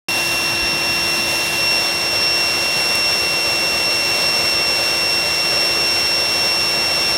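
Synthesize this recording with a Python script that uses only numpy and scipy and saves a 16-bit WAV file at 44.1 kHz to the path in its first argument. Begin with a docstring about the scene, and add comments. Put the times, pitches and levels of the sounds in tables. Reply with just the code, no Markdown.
"""Blower on a charcoal furnace

Outdoors on concrete, an electric blower feeds a furnace in a steel bucket through a pipe. Its
eight-blade impeller whines over the hum of the shaft; air rushes through housing and pipe and
roars in the coals. Close up, a hand-held phone moves from beside the bucket to above its mouth.
The hand bumps the phone early on, and an ember snaps once."""
import sys
import numpy as np
from scipy import signal
from scipy.fft import rfft, irfft
from scipy.io import wavfile

SR = 44100
rng = np.random.default_rng(int(sys.argv[2]) if len(sys.argv) > 2 else 0)


def dump_mix(stems):
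    """Bounce the given channels to the path in sys.argv[1] as a 16-bit WAV at rate SR."""
    frames = np.atleast_2d(stems).T  # one column per channel
    limited = np.clip(frames, -1, 1)  # hard clip at full scale
    pcm = np.round(limited * 32767).astype(np.int16)
    wavfile.write(sys.argv[1], SR, pcm)


N = 316197
TIME = np.arange(N) / SR
FREQS = np.fft.rfftfreq(N, 1 / SR)


def undb(db):
    """Decibels to gain."""
    return 10 ** (np.asarray(db) / 20)


def curves(table):
    """Each column of a timed table, joined by straight lines."""
    times, *columns = np.transpose(table)
    return [np.interp(TIME, times, column) for column in columns]


def noise(spectrum):
    """Noise of rms 1 with the given spectral shape."""
    shaped = irfft(rfft(rng.standard_normal(N)) * spectrum, N)
    return shaped / shaped.std()


def band(hz, width_hz):
    """Noise in one resonance."""
    return noise(1 / (1 + (2 * (FREQS - hz) / width_hz) ** 2))


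def wander(rate_hz):
    """Smooth random drift of rms 1."""
    return noise(1 / (1 + (FREQS / rate_hz) ** 4))


def swell(at_s, length_s):
    """A smooth rise and fall around one moment."""
    return np.exp(-((TIME - at_s) / length_s) ** 2)


# Microphone path, 0 beside the bucket to 1 above its mouth: (time [s], position [0..1])
MIC_PATH = [(0, 0), (1.3, 0.11), (1.7, .45), (2.2, 0.83), (3.5, 1), (7.17, 0.84)]

def mic_position():
    """How far the hand has carried the microphone from the bucket's side to its mouth."""
    return np.clip(curves(MIC_PATH)[0], 0, 1)


# The blower runs nearly steady: (time [s], shaft speed [turns/s])
SHAFT_SPEED = [(0.15, 341.3), (1.8, 341.15), (2.6, 341.5), (3.2, 341.0), (4.5, 340.73), (6.1, 341.28),
               (7.1, 340.85)]

def shaft_turns(skip_s=5.574, skip_turns=.05):
    """Rotor angle in turns; the speed trembles a little, and the tones skip once in phase."""
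    speed = curves(SHAFT_SPEED)[0] + .04 * wander(9)
    return np.cumsum(speed) / SR + skip_turns * (TIME >= skip_s)


# Impeller tones, close up: (multiple of the blade rate, base level [dB], hand sway [dB rms])
BLADE_TONES = [(1, -23.5, 0.24), (2, -21, 0.68), (3, -42.5, 1), (4, -42, 0.6)]
# The microphone crosses the standing waves of the two strongest tones, then settles:
# (time [s], blade tone gain [dB], octave gain [dB])
STANDING_WAVES = [(0.1, 1.1, -6), (0.85, .4, -2), (1.38, .2, -2.5), (1.51, 0, -9.5), (1.69, 3.3, 3.5),
                  (1.93, -3, -3), (2.28, .6, 3), (2.6, .1, -1.5), (2.95, 0.5, 1), (3.8, .2, -0.6),
                  (4.45, -0.3, 1), (7.1, -2.3, 1)]
# Two thin overtones trade places: (time [s], third harmonic gain [dB], fourth harmonic gain [dB])
OVERTONE_GAINS = [(0.1, -4, 1.5), (0.7, -4.5, -1), (1.4, -9, 1), (1.9, 3, -2.5), (2.25, -2, -5),
                  (2.8, -1, 2.5), (4.2, 2.5, -3), (6.2, -1.5, .5), (7.17, 1, 1)]

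def impeller_whine(turns, blades=8, sway_hz=4.3, shimmer=.055, roughness=.029, ripple=.03):
    """Blade-passing tone and three overtones; intake turbulence shakes their strength and phase."""
    whine = 0
    drifts_db = curves(STANDING_WAVES) + curves(OVERTONE_GAINS)
    for (multiple, level_db, sway_db), drift_db in zip(BLADE_TONES, drifts_db):
        gain = undb(level_db + drift_db + sway_db * wander(sway_hz))
        flutter = 1 + shimmer * wander(28) + roughness * wander(160) + ripple * band(122, 40)
        phase = 2 * np.pi * round(multiple) * blades * turns + roughness * wander(210)
        whine += np.sqrt(2) * gain * flutter * np.sin(phase)
    return whine


# Rotor hum at both microphone positions:
# (multiple of the shaft rate, level beside the bucket [dB], level above it [dB])
SHAFT_HARMONICS = [(1, -35, -38.5), (2, -53, -47.5), (3, -43.5, -46), (4, -45, -44), (5, -39, -45.5),
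                   (6, -42.5, -42), (7, -53, -55), (9, -44.5, -45.5), (10, -47, -67), (12, -47, -44.5),
                   (17, -50, -53), (20, -58, -55), (28, -44.5, -50), (36, -50, -61), (40, -56, -61),
                   (44, -63, -61)]

def rotor_hum(turns, above, waver_db=.87):
    """The slightly unbalanced rotor hums in harmonics of the shaft, each wavering on its own."""
    hum = 0
    for multiple, beside_db, above_db in SHAFT_HARMONICS:
        level_db = beside_db + above * (above_db - beside_db) + waver_db * wander(5.2)
        phase = 2 * np.pi * (round(multiple) * turns + rng.random())
        hum += np.sqrt(2) * undb(level_db) * np.sin(phase)
    return hum


# Motor and housing, the same at both positions: (frequency [Hz], level [dB])
MOTOR_TONES = [(76.5, -60), (153, -50), (307, -59), (3290, -54), (3531, -42), (4802, -51), (5090, -50),
               (5333, -42), (5578, -44)]

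def motor_tones():
    """Motor and housing ring faintly at fixed pitches, each a narrow band of noise."""
    return sum(undb(db) * band(hz, 3 + hz / 300) for hz, db in MOTOR_TONES)


# Base spectrum of the air: (frequency [Hz], density beside the bucket [dB/Hz], above it [dB/Hz])
AIR_SPECTRUM = [(20, -84.7, -90), (35, -84, -79), (55, -64, -65), (75.4, -59, -60.5), (292, -58.5, -62.5),
                (538, -62.5, -56), (1000, -59, -60.5), (2000, -61.5, -62), (4300, -63, -63.0),
                (4550, -68, -66.5), (5950, -63, -63.5), (7270, -72.0, -71.5), (11200, -71, -73.0),
                (15500, -77, -79.5)]
# Resonances and notches of furnace, pipe and housing:
# (frequency [Hz], width [Hz], gain beside the bucket [dB], gain above it [dB])
DUCT_RESONANCES = [(344, 110, -4, -1), (394, 34, 1.5, 3), (568, 95, 6, 3.5), (626, 31, 0, -2.5),
                   (708, 79, 4.5, 2), (1204, 105, -3, 2.5), (1337, 76, 0, -10), (1436, 120, -8, 0.2),
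                   (2215, 110, -2, 4.5), (2530, 80, 0, -3.5), (3000, 130, -5.5, -3), (3650, 240, 3.5, 2),
                   (5440, 310, 6.5, 5.5), (6150, 140, 2, 0.5), (6370, 300, -1, -1), (8600, 1040, 3, 2.5),
                   (9600, 300, 4, 0), (10330, 400, -0.5, -2.5), (10840, 250, 3, 0.5)]
# The hiss beams, so it changes as the microphone turns: (time [s], gain [dB])
HISS_BEAM = [(0.1, 0), (0.3, 1.5), (0.62, -4.5), (1.0, -1.5), (1.35, 0.5), (1.9, -1), (2.9, .5), (4.2, .5),
             (6.4, -0.4), (7.17, -1)]
# The hiss dips briefly: (time [s], gain [dB])
HISS_DIPS = [(2.29, -1.5), (4.59, -3)]

def rushing_air(above, flame_hz=900, hiss_hz=6300, flame_db=1, gust_db=.47, dip_s=.043):
    """Turbulence coloured by the ducts; its low part flutters in the flames, its high part hisses."""
    hz = np.maximum(FREQS, 1)
    turbulence = rfft(rng.standard_normal(N)) * np.sqrt(SR / 2)  # unit power per Hz
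    flame_share = 1 / (1 + (hz / flame_hz) ** 4)
    flame_gain = undb(flame_db * wander(15))
    hiss_share = 1 / (1 + (hiss_hz / hz) ** 8)
    dips_db = sum(db * swell(at_s, dip_s) for at_s, db in HISS_DIPS)
    hiss_gain = undb(curves(HISS_BEAM)[0] + dips_db)
    points_hz, *spectra_db = np.transpose(AIR_SPECTRUM)
    centres, widths, *resonances_db = np.transpose(DUCT_RESONANCES)
    bells = np.exp(-2 * ((hz[:, None] - centres) / widths) ** 2)
    air = 0
    # crossfade from beside the bucket to above it
    for weight, spectrum_db, peaks_db in zip((1 - above, above), spectra_db, resonances_db):
        base_db = np.interp(np.log(hz), np.log(points_hz), spectrum_db)
        flow = turbulence * undb(base_db + bells @ peaks_db)
        roar = irfft(flow * flame_share, N)
        hiss = irfft(flow * hiss_share, N)
        rush = irfft(flow, N) - roar - hiss
        air += weight * (flame_gain * roar + rush + hiss_gain * hiss)
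    return air * undb(gust_db * wander(10.6))


def hand_bump(at_s=.635, hz=62, length_s=.015, gain_db=-25):
    """Handling noise: a soft low thud of the hand on the phone."""
    return undb(gain_db) * swell(at_s, length_s) * np.sin(2 * np.pi * hz * (TIME - at_s))


# One snap in the coals, below the microphone: (time [s], level [dB])
EMBER_CRACKS = [(2.953, -16), (2.955, -16), (2.956, -18)]

def ember_snap(decay_s=.0007):
    """A coal splits in a quick run of bright cracks."""
    envelope = 0
    for at_s, level_db in EMBER_CRACKS:
        envelope += undb(level_db) * (TIME >= at_s) * np.exp(-np.abs(TIME - at_s) / decay_s)
    return envelope * band(9500, 9000)


def scene():
    """Blower, furnace and hand at one moving microphone, the same in both channels."""
    above = mic_position()
    turns = shaft_turns()
    blower = impeller_whine(turns) + rotor_hum(turns, above) + motor_tones()
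    mono = blower + rushing_air(above) + hand_bump() + ember_snap()
    return np.array([mono, mono])


def record(dry, open_s=.084, cutoff_hz=15750):
    """The phone opens its microphone after a moment and cuts the highest treble."""
    fade_in = np.clip((TIME - open_s) / .001, 0, 1)
    lowpass = signal.ellip(12, .1, 90, cutoff_hz, fs=SR, output="sos")
    return signal.sosfilt(lowpass, dry * fade_in)


dry = scene()
out = record(dry)
dump_mix(out)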